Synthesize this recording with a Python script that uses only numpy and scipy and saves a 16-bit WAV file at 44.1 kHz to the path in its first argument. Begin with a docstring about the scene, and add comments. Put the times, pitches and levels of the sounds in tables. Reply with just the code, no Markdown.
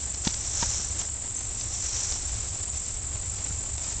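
"""Insects buzz in a summer wood: three near ones scrape their wings at their own stroke rates over a
far chorus, and a lower, grainy rasp swells twice. A child takes a few steps through tall grass: blades
brush, stems snap, and two footfalls thump the soil softly. A bird chips once, faintly.
A soft wash and a low rumble lie under everything."""
import sys
import numpy as np
from scipy import signal
from scipy.fft import rfft, irfft
from scipy.io import wavfile

SR = 44100
rng = np.random.default_rng(int(sys.argv[2]) if len(sys.argv) > 2 else 0)


def to_wav(s):
    """Save 16-bit WAV."""
    ch = np.atleast_2d(s).T  # columns
    pcm = np.round(np.clip(ch, -1, 1) * 32767)  # PCM
    wavfile.write(sys.argv[1], SR, pcm.astype(np.int16))


N = 176400
TIME = np.arange(N) / SR

# breaking-stem spectrum: f/Hz, level/dB
STEM_SPECTRUM = [(300, 0), (1200, -8), (3000, -2), (4500, -0.5), (6500, 3.5), (7500, -4.5), (9000, -25)]


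def insects():
    """Three near insects scrape their wings over a far chorus."""
    # one wing stroke each: phase/cycle, f/Hz, level/dB
    buzz_stroke = [(0, 7300, -26), (.12, 7450, -14), (.21, 7690, -1), (.46, 7740, -1), (.57, 7580, -.5),
                   (.68, 7350, 0), (.77, 7270, -7), (.9, 7200, -24)]
    whirr_stroke = [(0, 7450, -20), (.12, 7430, -5), (.24, 7370, 0), (.4, 7130, 0), (.52, 7000, -8),
                    (.7, 6950, -28)]
    tick_stroke = [(0, 6950, -20), (.07, 7100, -6), (.15, 7220, 0), (.22, 7150, -3), (.3, 6880, -8),
                   (.4, 6750, -18), (.55, 6700, -35)]
    # tooth clicks against smooth ringing: phase/cycle, click share/1
    click_profile = [(.1, .5), (.25, .9), (.5, .9), (.65, .3), (1, .3)]
    # far chorus: f/Hz, level/dB
    chorus_spectrum = [(4500, -39), (5500, -20), (6000, -17.5), (6700, -11), (7000, -5), (7200, -6.5),
                       (7500, -1.5), (7720, -10), (7900, -4), (8150, -12.5), (8300, -7.5), (8450, -21.5),
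                       (8700, -19.5), (9100, -48)]
    buzz_rate_hz, buzz_start_s = 48.12, .0085
    clicks = file_teeth(per_s=555, jitter=.12, ring_s=.00019, uneven_db=2, smear_rad=.35)
    buzz_cycle = ((TIME - buzz_start_s) * buzz_rate_hz) % 1
    click_share = np.interp(buzz_cycle, *np.transpose(click_profile))
    scrape = (click_share * clicks + 1 - click_share) * ringing(width_hz=70, rasp=.15, rasp_hz=900)
    buzz = amp(-37.6) * wing_strokes(buzz_stroke, scrape, buzz_rate_hz, buzz_start_s, uneven_db=.6)
    scrape = ringing(width_hz=130, rasp=.3, rasp_hz=700)
    whirr = amp(-42.5) * wing_strokes(whirr_stroke, scrape, rate_hz=44.24, start_s=.0075, uneven_db=1.2)
    scrape = ringing(width_hz=40, rasp=.2, rasp_hz=500)
    tick = amp(-42) * wing_strokes(tick_stroke, scrape, rate_hz=13.48, start_s=.0205, uneven_db=2)
    near = wood_echoes(buzz + whirr + tick, t60_s=.25, wet_db=-13)
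    return near + amp(-40) * noise(chorus_spectrum)


def wing_strokes(stroke, scrape, rate_hz, start_s, uneven_db):
    """Each stroke carries the scrape through one glide of pitch and level."""
    # wings heard through undergrowth: f/Hz, gain/dB
    wing_response = [(5500, -24), (6700, -12), (7000, -3), (7250, 0), (7560, -.5), (7720, 2), (7900, -3),
                     (8100, -4), (8280, -.5), (8600, -5), (8850, -17), (9100, -38)]
    phase, hz, db = np.transpose(stroke)
    cycle = ((TIME - start_s) * rate_hz) % 1
    tone = carrier(np.interp(cycle, phase, hz))
    level = amp(np.interp(cycle, phase, db) + uneven_db * drift(rate_hz / 2).real)
    return unit(colour((tone * scrape).real * level, wing_response))


def file_teeth(per_s, jitter, ring_s, uneven_db, smear_rad):
    """Teeth of the wing's file catch at a nearly even pace; each rings briefly at its own size."""
    pace_hz = per_s * np.exp(jitter * drift(150).real)
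    caught = np.diff(np.floor(np.cumsum(pace_hz) / SR), prepend=0)
    sizes = amp(uneven_db * rng.standard_normal(N))
    kicks = caught * sizes * np.exp(1j * smear_rad * rng.standard_normal(N))
    age = TIME[:400] / ring_s
    return unit(signal.fftconvolve(kicks, age * np.exp(-age))[:N])


def ringing(width_hz, rasp, rasp_hz):
    """Complex envelope of a sustained, wavering ring with a little rasp."""
    ring = drift(width_hz)
    return unit(ring / (abs(ring) + .5)) + rasp * drift(rasp_hz)


def wood_echoes(x, t60_s, wet_db):
    """Adds scattered echoes from trunks and leaves."""
    t = TIME[:SR // 2]
    tail = rng.standard_normal(len(t)) * amp(-60 * t / t60_s) * (t > .004)
    return x + amp(wet_db) * signal.fftconvolve(x, tail / np.linalg.norm(tail))[:N]


def swelling_rasp():
    """A lower, grainy rasp with narrow rings rises, holds and falls away twice."""
    # swells: top start/s, hold/s, level/dB
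    swells = [(0.58, 0.21, -29.5), (1.906, 0.2, -30.5)]
    # rasp grains: f/Hz, level/dB
    rasp_spectrum = [(600, -17.5), (1500, -18.5), (3000, -18), (4200, -12.5), (5000, -13.5), (5250, -4),
                     (5450, -6), (5850, -2.5), (6100, -1), (6300, -2.5), (6700, -4), (7300, -2),
                     (8000, -25.5), (8900, -24.5)]
    # narrow rings: f/Hz, width/Hz, level/dB
    ring_bands = [(5445, 70, -17), (5750, 50, -12), (6020, 80, -17), (6560, 60, -19)]
    rise_db_per_s, fall_db_per_s = 38.5, 77
    level = sum(amp(db - rise_db_per_s * np.maximum(s - TIME, 0)
                    - fall_db_per_s * np.maximum(TIME - s - hold_s, 0)) for s, hold_s, db in swells)
    rings = sum(amp(db) * unit((np.exp(2j * np.pi * hz * TIME) * drift(width_hz / 2)).real)
                for hz, width_hz, db in ring_bands)
    rasp = .7 * grains(rasp_spectrum, per_s=6000, spread_db=3.5)
    flicker = amp(1.5 * drift(50).real)
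    return level * (rasp + rings) * flicker


def footsteps():
    """Each foot thumps the soil, crunches stems and knocks hollowly; lighter scuffs follow."""
    # footfalls: t/s, thump/dB, thump f/Hz, crunch/dB, crunch half length/s, knock/dB
    steps = [(0.2706, -15, 186, -23.5, 0.0021, -37), (0.6263, -23, 179, -29.5, 0.0031, -30)]
    # shoe scuffs on soil: t/s, half length/s, level/dB
    scuffs = [(.636, 0.0028, -43), (0.799, 0.0032, -38), (1.02, 0.017, -46), (3.509, 0.0034, -39),
              (3.885, 0.0045, -41)]
    # knock and scuff spectra: f/Hz, level/dB
    knock_spectrum = [(130, -8), (310, -2), (470, -17), (720, 0), (950, 3), (1100, -11), (1500, -9),
                      (2200, -16), (5000, -35)]
    scuff_spectrum = [(80, 7), (200, 8), (450, -6), (750, -2), (1000, -5.5), (1500, -5.5), (3000, -35),
                      (6000, -26)]
    thump_peak_s, knock_half_s = .0015, .0056
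    thump = 0
    for s, db, hz, *_ in steps:
        t = np.maximum(TIME - s, 0)
        envelope = t / thump_peak_s * np.exp(1 - t / thump_peak_s)
        thump += amp(db) * envelope * np.sin(2 * np.pi * hz * t)
    stems = grains(STEM_SPECTRUM, per_s=4000, spread_db=3)
    crunch = bursts([(s + .0037, half_s, db) for s, _, _, db, half_s, _ in steps]) * stems
    knock = bursts([(s + .0041, knock_half_s, db) for s, *_, db in steps]) * noise(knock_spectrum)
    return thump + crunch + knock + bursts(scuffs) * noise(scuff_spectrum)


def grass():
    """Blades brush and stems snap against the legs, over a faint constant rustle."""
    # brushes through grass: t/s, half length/s, level/dB
    brushes = [(.02, 0.032, -42.5), (.147, 0.0024, -28), (.251, .0018, -27.5), (.266, 0.017, -32),
               (.305, 0.014, -34), (.343, 0.0036, -31), (.54, 0.0024, -39), (.627, 0.015, -30),
               (.94, .05, -44.5), (1.0, 0.013, -34), (1.018, .005, -34), (1.05, 0.025, -41.5),
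               (1.6, .03, -40), (1.614, 0.0027, -37), (2.125, 0.0032, -32), (2.292, .004, -37),
               (2.38, 0.18, -41.5), (2.575, 0.0036, -40), (2.632, 0.004, -46), (2.765, 0.022, -41),
               (2.88, 0.063, -43.5), (3.45, 0.19, -45.5), (3.845, .003, -34.5), (3.895, 0.064, -39)]
    # rubbing blades: f/Hz, level/dB
    blade_spectrum = [(400, -9), (1500, -8), (3000, -7), (4500, -3), (5600, 4), (6400, 7), (7200, 0.5),
                      (8200, -25.5), (9000, -40)]
    # snapping stems: t/s, level/dB
    stem_snaps = [(0.147, -43), (0.252, -38), (0.2771, -20), (0.3426, -30.5), (0.6291, -33), (1.016, -29),
                  (1.612, -29), (2.124, -31), (2.632, -34), (3.468, -37), (3.781, -31), (3.845, -33)]
    snap_half_s = .00076
    blades = grains(blade_spectrum, per_s=900, spread_db=4.5)
    rustle = amp(-51 + 2 * drift(7).real) * blades
    snaps = bursts([(s, snap_half_s, db) for s, db in stem_snaps]) * noise(STEM_SPECTRUM)
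    brushing = bursts(brushes) * grains(blade_spectrum, per_s=9100, spread_db=4.5)
    return brushing + snaps + rustle


def bird():
    """One thin, distant chip."""
    # chip contour: t/s, f/Hz, level/dB
    chip = [(1.355, 5950, -52), (1.366, 6200, -39), (1.385, 6360, -38), (1.41, 6300, -45),
            (1.443, 6250, -42), (1.48, 6250, -60)]
    s, hz, db = np.transpose(chip)
    waver = ringing(width_hz=130, rasp=.5, rasp_hz=300)
    tone = unit((carrier(np.interp(TIME, s, hz)) * waver).real)
    return tone * amp(np.interp(TIME, s, db)) * (TIME > s[0]) * (TIME < s[-1])


def background():
    """Soft, flickering wash of the wood and a low rumble."""
    # wash and rumble spectra: f/Hz, level/dB
    wash_spectrum = [(82, -28), (140, -7), (163, 1), (204, -4), (238, -3.5), (422, -6.5), (469, -8),
                     (762, -7), (1030, -10.5), (1700, -13.5), (2070, -12.5), (4140, -13.5), (5200, -12.5),
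                     (6760, -38), (11400, -120)]
    rumble_spectrum = [(10, -14), (22, -6), (32, -5), (47, -8), (56, -4), (64, .5), (74, -3), (88, -6),
                       (108, -4), (122, -13), (150, -24), (250, -45)]
    # rumble contour: t/s, level/dB
    rumble_level = [(0, -40.5), (.7, -36.5), (1.35, -40), (2.0, -37.5), (3.0, -37), (4.0, -37.5)]
    rumble = amp(np.interp(TIME, *np.transpose(rumble_level))) * noise(rumble_spectrum)
    wash = amp(-47 + 2.4 * drift(60).real) * noise(wash_spectrum)
    return wash + rumble


def amp(db):
    """Decibels to gain."""
    return 10 ** (np.asarray(db) / 20)


def unit(x):
    """Scales to rms 1."""
    return x / np.sqrt(np.mean(abs(x) ** 2) + 1e-20)


def carrier(hz):
    """Complex tone following a pitch curve."""
    return np.exp(2j * np.pi * np.cumsum(hz) / SR)


def colour(x, spectrum):
    """Filters by (f/Hz, gain/dB) points; 40 dB/decade roll-off past the ends."""
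    hz, db = np.transpose(spectrum)
    f = np.fft.rfftfreq(2 * N, 1 / SR)
    curve_db = np.interp(np.log(f + 1), np.log(hz + 1), db)
    rolloff_db = 40 * np.log10(np.maximum(f / hz[-1], 1) * np.maximum(hz[0] / (f + 1), 1))
    return irfft(rfft(x, 2 * N) * amp(curve_db - rolloff_db))[:N]


def noise(spectrum):
    """Coloured noise, rms 1."""
    return unit(colour(rng.standard_normal(N), spectrum))


def drift(width_hz):
    """Low-passed complex noise, rms 1."""
    white = rng.standard_normal(N) + 1j * rng.standard_normal(N)
    return unit(np.fft.ifft(white * np.exp(-(np.fft.fftfreq(N, 1 / SR) / width_hz) ** 2)))


def grains(spectrum, per_s, spread_db):
    """Dense tiny snaps of uneven size, rms 1."""
    sizes = amp(spread_db * np.minimum(rng.exponential(1, N), 3.5)) * rng.choice([-1, 1], N)
    return unit(colour(sizes * (rng.random(N) < per_s / SR), spectrum))


def bursts(rows):
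    """Bell-shaped envelopes summed in power; rows: t/s, half length/s, level/dB."""
    return np.sqrt(sum(amp(db) ** 2 * np.exp(-np.minimum(((TIME - s) / half_s) ** 2, 60))
                       for s, half_s, db in rows))


def scene():
    """All sources, mono."""
    return (insects() + swelling_rasp() + footsteps() + grass() + bird() + background())[None]


def record(dry):
    """Steep low-pass."""
    cutoff_hz = 8980
    lowpass = signal.firwin(601, cutoff_hz, window=("kaiser", 9), fs=SR)
    return signal.oaconvolve(dry, lowpass[None], "same")


dry = scene()
out = record(dry)
to_wav(out)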